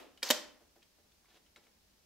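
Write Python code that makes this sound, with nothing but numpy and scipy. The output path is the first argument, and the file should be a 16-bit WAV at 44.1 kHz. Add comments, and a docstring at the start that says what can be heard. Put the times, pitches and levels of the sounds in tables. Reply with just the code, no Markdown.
"""A small carpeted room, the stereo microphone close to a printer. A hand pushes the plastic paper tray
home: it snaps past its catch, slides briefly and clacks against its stop, and the hollow housing rings.
Then fingers tick, bump and rub on the plastic. At the start the room still rings from an earlier knock;
faint hiss and hum lie below."""
import sys
import numpy as np
from scipy import signal
from scipy.fft import rfft, irfft
from scipy.io import wavfile

SR = 44100
rng = np.random.default_rng(int(sys.argv[2]) if len(sys.argv) > 2 else 0)


def pcm_store(signal):
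    """Save signal as 16-bit PCM."""
    levels = np.round(np.clip(np.atleast_2d(signal), -1, 1) * 32767)
    wavfile.write(sys.argv[1], SR, levels.astype(np.int16).T)


N = 90405
T = np.arange(N) / SR
FFT_SIZE = 2 ** 17
HZ = np.maximum(np.arange(FFT_SIZE // 2 + 1) * SR / FFT_SIZE, 1)


# contacts with the catch: (time [s], level [dB])
CATCH_HITS = [(.2288, -37), (.2301, -34), (.2322, -34), (.2408, -44)]
# modes of catch and tray wall: (frequency [Hz], level [dB], t60 [s])
CATCH_MODES = [(533, -13, .08), (1860, -13.5, 0.022), (2413, -10.5, .022), (3250, -10.5, .02),
               (3750, -7, 0.01), (4470, -4, 0.01), (5166, -7.5, 0.044)]
# spectrum of the snap: (frequency [Hz], level [dB])
CATCH_CRACK = [(150, -16.5), (400, -8.5), (1200, -6), (4500, -3.5), (7500, 0), (10000, -11), (13000, -6.5),
               (16000, -16.5)]
def catch_snap():
    """Close to the microphone, the tray snaps past its catch in four quick contacts."""
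    return strike(CATCH_HITS, CATCH_MODES, CATCH_CRACK, crack_db=-6, crack_t60_s=0.034)


# spectra of the slide and the bright scrape: (frequency [Hz], level [dB])
SLIDE_COLOUR = [(200, -12), (800, -3), (3500, -4), (6300, -3), (9000, -18), (16000, -17)]
SCRAPE_COLOUR = [(300, -15), (1500, -15), (4000, 7), (6500, -6), (9500, -18), (12500, -3.5), (16000, -12.5)]
# the scrape's stroke: (time [s], length [s], level [dB])
SCRAPE_STROKE = [(.289, 0.0049, -36.5)]
def tray_slide(start_s=.238, length_s=.065, level_db=-43, slips_per_s=4200):
    """Plastic slides on plastic between catch and stop, and scrapes as the fit tightens."""
    slide = friction([(start_s, length_s, level_db)], slips_per_s, SLIDE_COLOUR)
    scrape = friction(SCRAPE_STROKE, slips_per_s, SCRAPE_COLOUR)
    return in_room(slide + scrape)


# contacts with the stop: (time [s], level [dB])
STOP_HITS = [(.3021, -34), (.3035, -22), (.3074, -23), (.3093, -23), (.3108, -27), (.3143, -32),
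             (.319, -35)]
# modes of tray and housing: (frequency [Hz], level [dB], t60 [s])
STOP_MODES = [(245, -18, .05), (342.5, -18, 0.042), (518.4, -17.5, 0.16), (613.4, -13, .07),
              (788.2, -20, 0.086), (877, -20.5, 0.13), (979, -20.5, .06), (1071.7, -16.5, 0.026),
              (1902, -12.5, .05), (3087, -5.5, .03), (3450, -20.5, 0.06), (3550, -16.5, 0.12),
              (3783, -14, .03), (4350, -13, 0.046)]
# spectrum of the clack: (frequency [Hz], level [dB])
STOP_CRACK = [(150, -8), (240, 0.5), (500, 2), (1200, 1), (2300, 3), (3800, 4), (7500, 0.5), (10000, -6.5),
              (12500, 0), (16000, -7.5)]
def stop_clack():
    """The tray meets its stop, corner after corner, and the hollow housing rings."""
    return strike(STOP_HITS, STOP_MODES, STOP_CRACK, crack_db=-2.5, crack_t60_s=.02)


# width of the direct sound at the microphone: (frequency [Hz], side minus mid [dB])
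DIRECT_SIDE = [(200, -18), (1000, -11.5), (2500, -16.5), (5000, -5), (12000, -11)]
def strike(hits, modes, crack_colour, crack_db, crack_t60_s):
    """Each contact gives a crack of its own and feeds the modes of the part."""
    count = N // 8
    cracks, rings = 0, 0
    for hit in hits:
        burst = widen(crack(crack_t60_s), DIRECT_SIDE)[:, :count]
        cracks += in_room(convolve(impulses([hit]), burst))
    force = impulses(hits)
    for hz, db, t60 in modes:
        # opposite phase shifts left and right give the mode its width
        skew = np.arctan(from_db(at_hz(DIRECT_SIDE, hz))) * rng.choice([-1, 1]) * np.array([[1], [-1]])
        ring = np.sin(2 * np.pi * hz * T[:count] + skew) * decay(t60, count)
        rings += from_db(db) * np.linalg.norm(force) * unit(convolve(force, ring))
    crack_gain = from_db(crack_db) / np.sqrt(np.mean(from_db(at_hz(crack_colour, HZ)) ** 2))
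    return crack_gain * colour(cracks, crack_colour) + in_room(rings, send_db=-4.5)


def crack(t60_s, count=8192):
    """Countless short plastic modes: two dying noises with an even spectrum."""
    fade = decay(t60_s, count)
    noise = rng.standard_normal((2, count)) * fade
    for _ in range(3):
        flattened = irfft(np.exp(1j * np.angle(rfft(noise))))
        noise = flattened * np.minimum(1, 10 * fade)
    return np.pad(unit(noise), ((0, 0), (0, N - count)))


def friction(strokes, slips_per_s, spectrum, edge_s=0.0033):
    """Dense tiny slips under strokes that swell, hold and fade."""
    slips = (rng.random((2, N)) < slips_per_s / SR) * rng.standard_normal((2, N))
    grains = colour(convolve(slips, crack(t60_s=0.024)), spectrum)
    envelope = sum(from_db(db) * np.clip(np.minimum(T - start, start + length - T) / edge_s + .5, 0, 1)
                   for start, length, db in strokes)
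    return unit(widen(grains, DIRECT_SIDE)) * np.sqrt(N) * envelope


# the hand meets the housing: (time [s], level [dB])
BUMPS = [(.603, -60), (.755, -60), (.978, -65), (1.04, -73.5), (1.563, -61), (1.662, -71.5)]
# spectrum of a bump: (frequency [Hz], level [dB])
BUMP_COLOUR = [(120, -36), (230, 3.5), (600, 4.5), (1100, -4.5), (2200, -13), (16000, -25)]
def hand_bumps(attack_s=0.012):
    """The soft hand draws dull thuds from the housing."""
    thud = crack(t60_s=0.093) * (1 - np.exp(-T / attack_s))
    return convolve(impulses(BUMPS), unit(colour(thud, BUMP_COLOUR)))


# light finger contacts: (time [s], level [dB], centre frequency [Hz])
TICKS = [(0.175, -60.5, 2985), (.2225, -57, 1930), (0.822, -69, 2520), (.828, -65, 3220),
         (1.119, -71.5, 3500), (1.246, -75, 1130), (1.256, -71, 2186), (1.304, -70.5, 3400),
         (1.313, -72, 1750), (1.35, -77, 594.5), (1.463, -71, 3000), (1.5605, -58.5, 2180),
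         (1.5613, -63.5, 3840), (1.564, -62, 1385), (1.667, -69, 2160)]
def finger_ticks(below_db_per_octave=-6.5, above_db_per_octave=-10.5, ring_db=-2.5):
    """Fingers tick on plastic: a crack peaking at one pitch, with a hollow ring there."""
    ticks = 0
    for time, db, hz in TICKS:
        hump = [(hz * 2. ** octave, abs(octave) * (below_db_per_octave if octave < 0
                                                   else above_db_per_octave)) for octave in range(-4, 5)]
        click = unit(colour(crack(t60_s=0.069), hump))
        ring = unit(np.sin(2 * np.pi * hz * T) * decay(t60_s=.03))
        ticks += convolve(impulses([(time, db)]), click + from_db(ring_db) * ring)
    return ticks


# finger strokes: (time [s], length [s], level [dB])
RUBS = [(1.28, 0.061, -71.5), (1.342, 0.038, -65), (1.63, 0.05, -74)]
# spectrum of the rubbing: (frequency [Hz], level [dB])
RUB_COLOUR = [(150, 4), (600, 7), (1200, -1.5), (3300, 2), (7000, -10.5), (16000, -21)]
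def finger_rubs():
    """Fingers rub on the tray front as the hand changes its grip."""
    return friction(RUBS, slips_per_s=1300, spectrum=RUB_COLOUR, edge_s=0.013)


# spectrum of the knock's tail: (frequency [Hz], level [dB])
KNOCK_COLOUR = [(130, -32.5), (270, 7), (800, 3.5), (1500, -3.5), (3000, -3.5), (5800, -14), (9000, -19.5),
                (16000, -21)]
def earlier_knock(level_db=-54.5):
    """Only the room's fading ring reaches the microphone from a knock just before."""
    tail = colour(room_tail(), KNOCK_COLOUR)
    return from_db(level_db) * tail / np.std(tail[:, :SR // 20])


# tone of the reverberation: (frequency [Hz], level [dB])
ROOM_COLOUR = [(120, -7), (230, -0.5), (1000, 1.5), (3000, -2), (5800, 3), (9000, -2.5), (15000, -10)]
def in_room(direct, send_db=0, room_db=-6.5, build_s=0.001):
    """Close sound plus reverberation; every spot on the printer excites the room differently."""
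    tail = unit(room_tail() * (1 - np.exp(-T / build_s)))
    response = colour(tail, ROOM_COLOUR)[:, :N // 3]
    return direct + from_db(room_db + send_db) * convolve(direct.mean(axis=0), response)


# decay of the room: (frequency [Hz], t60 [s])
ROOM_T60 = [(200, 0.67), (700, .5), (2000, 0.4872), (5000, .37), (8000, 0.3451), (14000, 0.32)]
# its width at the microphone: (frequency [Hz], side minus mid [dB])
ROOM_SIDE = [(200, 1.5), (1000, -6.5), (2500, -7), (5000, -3), (12000, -2.5)]
def room_tail(count=2 ** 15):
    """Diffuse stereo decay, each octave dying at its own rate."""
    centres_hz = 125 * 2. ** np.arange(8)
    white = rfft(rng.standard_normal((2, count)))
    tail = 0
    for hz, pick in zip(centres_hz, np.eye(len(centres_hz))):
        band_gain = np.interp(np.log(HZ[::FFT_SIZE // count]), np.log(centres_hz), pick)
        tail += irfft(white * band_gain) * decay(at_hz(ROOM_T60, hz), count)
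    return widen(np.pad(tail, ((0, 0), (0, N - count))), ROOM_SIDE)


# hiss spectrum and hum tones: (frequency [Hz], level [dB])
HISS_COLOUR = [(20, -35), (45, -32), (75, -25.5), (120, -37), (160, -31.5), (230, -31.5), (400, -37.5),
               (700, -39), (1300, -43), (3000, -43), (5500, -41), (8500, -48), (15500, -48.5)]
HUM_TONES = [(49, -85), (74, -93), (199, -92), (602, -95)]
def room_tone(hiss_db=-70):
    """Even hiss and a faint hum behind the printer."""
    width = [(50, -16), (300, -2.5), (5000, -0.5)]   # (frequency [Hz], side minus mid [dB])
    noise = colour(rng.standard_normal((2, N)), HISS_COLOUR)
    hiss = unit(widen(noise, width)) * np.sqrt(N)
    hum = sum(from_db(db) * np.sqrt(2) * np.sin(2 * np.pi * (hz * T + rng.random()))
              for hz, db in HUM_TONES)
    return from_db(hiss_db) * hiss + hum


def impulses(contacts):
    """One impulse per contact; its level is the rms over five milliseconds."""
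    force = np.zeros(N)
    for time, db in contacts:
        force[int(time * SR)] += from_db(db) * np.sqrt(SR / 200)
    return force


def from_db(db):
    """Decibels to gain."""
    return 10 ** (np.asarray(db) / 20)


def decay(t60_s, count=N):
    """A fade that falls 60 dB in t60_s."""
    return from_db(-60 * T[:count] / t60_s)


def unit(x):
    """Scale to a mean energy of one per channel."""
    return x / np.sqrt(np.mean(np.sum(x ** 2, axis=-1)) + 1e-20)


def at_hz(points, hz):
    """Read a table on a log-frequency axis."""
    frequencies, values = np.transpose(points)
    return np.interp(np.log(hz), np.log(frequencies), values)


def colour(x, points):
    """Causal (minimum-phase) filter with the given dB curve."""
    cepstrum = irfft(np.log(from_db(at_hz(points, HZ))))
    cepstrum[1:FFT_SIZE // 2] *= 2
    cepstrum[FFT_SIZE // 2 + 1:] = 0
    return irfft(rfft(x, FFT_SIZE) * np.exp(rfft(cepstrum)))[..., :N]


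def convolve(x, response):
    """Play a signal through a stereo response."""
    return signal.fftconvolve(np.atleast_2d(x), response, axes=-1)[:, :N]


def widen(pair, side):
    """Left and right from two signals, used as mid and side."""
    return pair[0] + colour(pair[1], side) * np.array([[1], [-1]])


# a low-cut thins the deep bass of the tray, hand and room ring: (frequency [Hz], gain [dB])
LOW_CUT = [(40, -38), (135, -30), (175, -18), (225, 0)]
def scene():
    """At the microphone: tray and hand up close, the room and its steady tone behind."""
    tray = catch_snap() + tray_slide() + stop_clack()
    hand = widen(hand_bumps() + finger_ticks(), DIRECT_SIDE) + finger_rubs()
    return colour(tray + in_room(hand) + earlier_knock(), LOW_CUT) + room_tone()


def record(dry, cutoff_hz=15650):
    """A steep low-pass cuts the top of the microphone signal."""
    return signal.sosfilt(signal.ellip(10, .1, 80, cutoff_hz, fs=SR, output="sos"), dry)


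dry = scene()
out = record(dry)
pcm_store(out)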